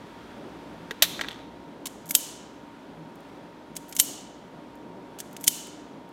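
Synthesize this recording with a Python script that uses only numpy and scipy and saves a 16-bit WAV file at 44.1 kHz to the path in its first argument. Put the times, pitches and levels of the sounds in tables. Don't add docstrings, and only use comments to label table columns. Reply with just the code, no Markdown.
import sys
import numpy as np
from scipy import signal
from scipy.fft import rfft, irfft, next_fast_len
from scipy.io import wavfile
from scipy.ndimage import uniform_filter1d, map_coordinates

SR = 44100
rng = np.random.default_rng(int(sys.argv[2]) if len(sys.argv) > 2 else 0)


def wav_out(sig):
    wavfile.write(sys.argv[1], SR, np.round(np.clip(np.atleast_2d(sig).T, -1, 1) * 32767).astype(np.int16))


N = 270112

# (f/Hz, level/dB per Hz). Each noise is levelled after shaping.
RUMBLE_SPECTRUM = [(12, -42.5), (20, -17.5), (27, -17), (48, -8), (64, 2), (91, -14), (110, 0.5),
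                   (140, -26.5), (240, -120)]
RUSH_SPECTRUM = [(53, -59.5), (90, -25), (113, -13.5), (144, -12.5), (166, -8), (204, -7), (283, -3),
                 (347, -7.5), (405, -8), (452, -11.5), (589, -11), (825, -15), (953, -17), (1040, -18.5),
                 (1600, -38.5), (2080, -53), (3520, -120)]
HISS_SPECTRUM = [(650, -31), (1100, -1.5), (1360, -1.5), (1630, -3.5), (2970, -10), (3360, -8), (3600, -11),
                 (4930, -17), (8970, -26), (13900, -31), (16300, -39)]
WIDTH_SPECTRUM = [(18, -45), (30, -14.5), (131, -26.5), (194, -30.5), (239, -12), (295, -23.5),
                  (404, -11.5), (473, -12), (1010, 7), (3670, -22.5), (4300, -29), (14000, -17.5),
                  (16000, -25.5)]
BENCH_CRACK = [(60, -120), (350, -38), (700, -21.5), (1300, -9), (1900, -4), (2800, -4.5), (3800, 2),
               (5000, -10), (6000, -6), (9000, -13), (13800, -8.5), (16000, -22)]
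JAW_CRACK = [(60, -120), (400, -50), (900, -27.5), (1800, -12.5), (2500, -11.5), (3000, -1), (4200, -5),
             (5200, -4), (6700, 3), (10000, -0.5), (14500, -3), (16000, -8)]
# (t/s, rumble level/dB, rush level/dB, hiss level/dB)
BACKGROUND_LEVELS = [(0, -60, -44.5, -53), (1.41, -61, -45, -53), (1.45, -63, -45.5, -57),
                     (2.3, -69, -47, -56), (3.15, -68, -46.5, -57), (3.28, -68, -46, -54.5),
                     (3.55, -68, -47, -57), (6.12, -71, -46, -57)]
# (f/Hz, level/dB, waver/Hz, swell/dB)
FAN_TONES = [(59.3, -71, 2.2, 1), (168.9, -60.5, 9.2, 5), (292.8, -57.5, 14, 4), (593, -65.5, 5, 2.5),
             (871, -67, 4.5, 0.5), (929, -57, 3, 2), (988, -65, 4, 0.5), (1425, -70.5, 8.8, 2.5)]
BENCH_MODES = {"low": [(1400, -6, .018), (1650, -2, .024), (1900, 0, .026), (2300, -6, .016)],
               "high": [(3100, -4, .012), (3400, 0, .016), (8200, -26, .05)], "frame": [(2750, -15, .025),
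               (3300, -15, .03), (3550, -14, .04), (3720, -12, .045), (4060, -11, .04), (4430, -14, .03)]}
JAW_MODES = {"low": [(1700, -8, .01), (2200, 0, .014), (2600, -5, .012), (3400, -4, .018)],
             "high": [(7400, -9, .025), (10700, -12, .03), (12250, -3, .06), (12440, 0, .09),
             (14000, -9, .04)], "frame": [(3060, -18.5, .045), (3100, -31, .14), (3660, -32, .07),
             (4440, -30, .05)]}
# (f/Hz, t60/s)
WALL_DECAY = [(500, 0.27), (2000, 0.7), (4000, 0.9), (7000, 0.65), (11000, 0.39), (16000, 0.32)]
# (t/s, level/dB, f/Hz, t60/s)
KNOCKS = [(0.9111, -27, 438, 0.036), (1.023, -21, 650, 0.048), (1.1935, -36, 691, 0.033),
          (1.8585, -33.5, 1060, .03)]
CONTACT_SOUND = {"nip": (.033, -4, 2.5, -13), "shear": (.077, 0, -13, -21), "snip": (.032, 4, -26, -9),
                 "touch": (.04, -3, -20, -40), "bite": (.033, -2, -9, -40), "creak": (.026, 4, -40, -20),
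                 "ping": (.05, 2, -40, -3), "slide": (.05, -1.5, -40, -40), "slam": (.055, 1, -25, -35),
                 "snap": (.024, .5, -17, -26), "rebound": (.04, 2, -40, 6)}

# (kind, t/s, level/dB)
CUTTER = [("nip", .9095, -21.5), ("shear", 1.0216, -3.5), ("snip", 1.023, 0)]
# (t/s, level/dB, low modes level/dB, high modes level/dB)
BOUNCES = [(1.1936, -35, 14, -5), (1.1985, -40, 11, -5), (1.2115, -14.5, -4, -1), (1.2376, -31, 0, -3),
           (1.2458, -36, 12, -3), (1.253, -41, 7, -5), (1.268, -40, 2, -4), (1.2825, -38, 0, -6),
           (1.2853, -22, -8, 3), (1.3055, -37, -2, -2), (1.3103, -33, -10, 9), (1.3158, -33, -9, 2),
           (1.3295, -35, -9, 0), (1.344, -41, -4, 0), (1.36, -43, -4, 3), (1.3915, -43, 2, -10)]
# (t/s, level/dB)
TOUCHES = [(1.8562, -21), (1.859, -26), (3.754, -37), (3.760, -35), (5.187, -29.5), (5.195, -34.5)]
# (t/s, level/dB)
BITES = [(1.8678, -21), (3.7655, -20), (5.2022, -21.5)]
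# (t/s, level/dB)
CREAKS = [(2.0575, -37), (2.067, -38), (2.078, -38), (2.1155, -27), (3.155, -47), (3.2044, -52),
          (3.8826, -42), (3.9126, -41), (4.754, -51), (5.3115, -50), (5.3293, -39), (5.4015, -45),
          (5.4337, -35), (5.567, -37), (6.0894, -52)]
# (t/s, level/dB)
PINGS = [(2.089, -30.5), (2.094, -28), (3.8908, -38), (3.9505, -30), (5.409, -34)]
# (t/s, level/dB, rattle t60/s, tilt/dB per octave)
CLICKS = [(2.1082, -12, .033, 6), (3.925, -26.5, .032, -5), (3.965, -16.5, .036, 0),
          (5.366, -27, .025, -3.5), (5.44, -18.5, .041, 1.5), (5.669, -35, .03, -6)]
# (t/s, snap level/dB, slam level/dB, rebound level/dB, thud level/dB)
SNAPS = [(2.1508, 2.5, -21, -24, -26), (3.9988, 2.5, -11.5, -22, -25), (5.4783, 2, -13, -38, -14)]

WIDTH_DB = -68
BOUNCE_T60_S, BOUNCE_GROWTH = .027, .3
BOUNCE_TILT_DB = -6
CLICK_LOW_DB, CLICK_HIGH_DB = -5, -28
SLIDE_LEAD_S, SLAM_LEAD_S, SLIDE_DB = .013, .0075, -13
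REBOUND_DELAY_S = .011
THUD_DELAY_S, THUD_HZ, THUD_T60_S = .0007, 80, .0045
BAND_LIMIT_HZ = 16150


def amp(db):
    return 10 ** (np.asarray(db) / 20)


def unit(x):
    return x / np.sqrt(np.mean(x ** 2) + 1e-20)


def along(points, hz):
    f, value = np.transpose(points)
    return np.interp(np.log(hz + 1), np.log(f + 1), value)


def tilted(spectrum, hz, tilt_db):
    return along(spectrum, hz) + tilt_db * np.log2(np.maximum(hz, 800) / 4000)


def wobble(rate):
    knots = rng.standard_normal(int(N * rate / SR) + 4)
    return map_coordinates(knots, [np.arange(N) * rate / SR])


def filtered(x, response):
    size = next_fast_len(x.shape[-1] + 8192)
    gain = response(np.fft.rfftfreq(size, 1 / SR))
    return irfft(rfft(x, size) * gain, size)[..., :x.shape[-1]]


def noise(spectrum, size, tilt_db=0):
    white = rng.standard_normal(size)
    return unit(filtered(white, lambda hz: amp(tilted(spectrum, hz, tilt_db))))


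def fan_and_background():
    t, *levels = np.transpose(BACKGROUND_LEVELS)
    rumble_db, rush_db, hiss_db = [np.interp(np.arange(N) / SR, t, level) for level in levels]
    tones = np.zeros(N)
    for hz, db, waver_hz, swell_db in FAN_TONES:
        level = np.sqrt(2) * amp(db + swell_db * wobble(12))
        phase = 2 * np.pi * np.cumsum(hz + waver_hz * wobble(25)) / SR
        tones += level * np.sin(phase)
    rumble = amp(rumble_db) * noise(RUMBLE_SPECTRUM, N)
    rush = amp(rush_db + 0.92 * wobble(9)) * noise(RUSH_SPECTRUM, N)
    hiss = amp(hiss_db + .3 * wobble(4.3)) * noise(HISS_SPECTRUM, N)
    return tones + rumble + rush + hiss


def stereo_width():
    wide = amp(WIDTH_DB) * noise(WIDTH_SPECTRUM, N)
    return np.array([wide, -wide])


def ringing(modes, t):
    ring = np.zeros(len(t))
    for hz, db, t60 in modes:
        ring += amp(db + rng.normal(0, 2) - 60 * t / t60) * np.sin(2 * np.pi * hz * t)
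    return ring


def echo(fill_s, size):
    hz, t, bins = signal.stft(rng.standard_normal(size), SR, nperseg=256)
    decay = amp(-60 * t / along(WALL_DECAY, hz)[:, None])
    fill = 1 - np.exp(-t / fill_s)
    tail = signal.istft(bins * decay * fill, SR, nperseg=256)[1]
    return tail / np.linalg.norm(tail)


def blows(rows, crack, modes, grain_db, wet_db, wet_ring_db):
    out, t = np.zeros(N + SR), np.arange(SR // 8) / SR
    for start_s, db, t60, tilt_db, low_db, high_db in rows:
        t60 = max(t60, .004)
        rise = 1 - np.exp(-t / (8 * t60 ** 3))
        fade = amp(-60 * t / t60) * rise
        energy = np.linalg.norm(fade)

        grit = amp(grain_db * unit(uniform_filter1d(rng.standard_normal(len(t)), size=20)))
        rattle = noise(crack, len(t), tilt_db) * fade * grit
        rattle *= energy / np.linalg.norm(rattle)
        low = amp(low_db) * ringing(modes["low"], t)
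        high = amp(high_db) * ringing(modes["high"], t)
        ring = rise * (low + high)
        frame = rise * amp(.6 * db) * ringing(modes["frame"], t)

        tail = echo(fill_s=.04, size=3 * SR // 4 if db > -7 else SR // 4)
        wash = filtered(tail, lambda hz: amp(tilted(crack, hz, tilt_db)))
        wash *= energy / np.linalg.norm(wash)
        wet_frame = signal.fftconvolve(frame, tail)[:len(tail)]
        wet = amp(wet_db) * wash + amp(wet_ring_db) * wet_frame

        start = round(start_s * SR)
        out[start:][:len(t)] += amp(db - 6) * (rattle + ring + frame)
        out[start:][:len(wet)] += amp(db - 9) * wet
    return out[:N]


def bench_contacts():
    contacts = [(t, db, *CONTACT_SOUND[kind]) for kind, t, db in CUTTER]
    for t, db, low_db, high_db in BOUNCES:
        t60 = BOUNCE_T60_S * amp(BOUNCE_GROWTH * (db + 20))
        contacts.append((t, db, t60, BOUNCE_TILT_DB, low_db, high_db))
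    return contacts


def knocks_and_thuds():
    out, t = np.zeros(N + SR), np.arange(SR // 10) / SR
    thuds = [(snap_s + THUD_DELAY_S, db, THUD_HZ, THUD_T60_S) for snap_s, *_, db in SNAPS]
    for start_s, db, hz, t60 in KNOCKS + thuds:
        swing = np.cos(2 * np.pi * hz * t) * (1 - np.exp(-t / .0003))
        out[round(start_s * SR):][:len(t)] += amp(db - 60 * t / max(t60, .002)) * swing
    return out[:N]


def jaw_contacts():
    t, snap_db, slam_db, rebound_db, _ = np.transpose(SNAPS)
    tables = {
        "touch": TOUCHES, "bite": BITES, "creak": CREAKS, "ping": PINGS,
        "slide": zip(t - SLIDE_LEAD_S, slam_db + SLIDE_DB),
        "slam": zip(t - SLAM_LEAD_S, slam_db),
        "snap": zip(t, snap_db),
        "rebound": zip(t + REBOUND_DELAY_S, rebound_db),
    }
    contacts = [(s, db, *CONTACT_SOUND[kind]) for kind, rows in tables.items() for s, db in rows]
    return contacts + [(*click, CLICK_LOW_DB, CLICK_HIGH_DB) for click in CLICKS]


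def scene():
    background = fan_and_background() + stereo_width()
    bench = blows(bench_contacts(), BENCH_CRACK, BENCH_MODES, grain_db=2, wet_db=-13.5, wet_ring_db=-15)
    jaws = blows(jaw_contacts(), JAW_CRACK, JAW_MODES, grain_db=1.2, wet_db=-12.5, wet_ring_db=-13.5)
    return background + bench + knocks_and_thuds() + jaws


def record(dry):
    clipped = dry / (1 + np.abs(dry / .95) ** 6) ** (1 / 6)
    return filtered(clipped, lambda hz: np.clip((BAND_LIMIT_HZ + 250 - hz) / 500, 0, 1) ** 2)


dry = scene()
out = record(dry)
wav_out(out)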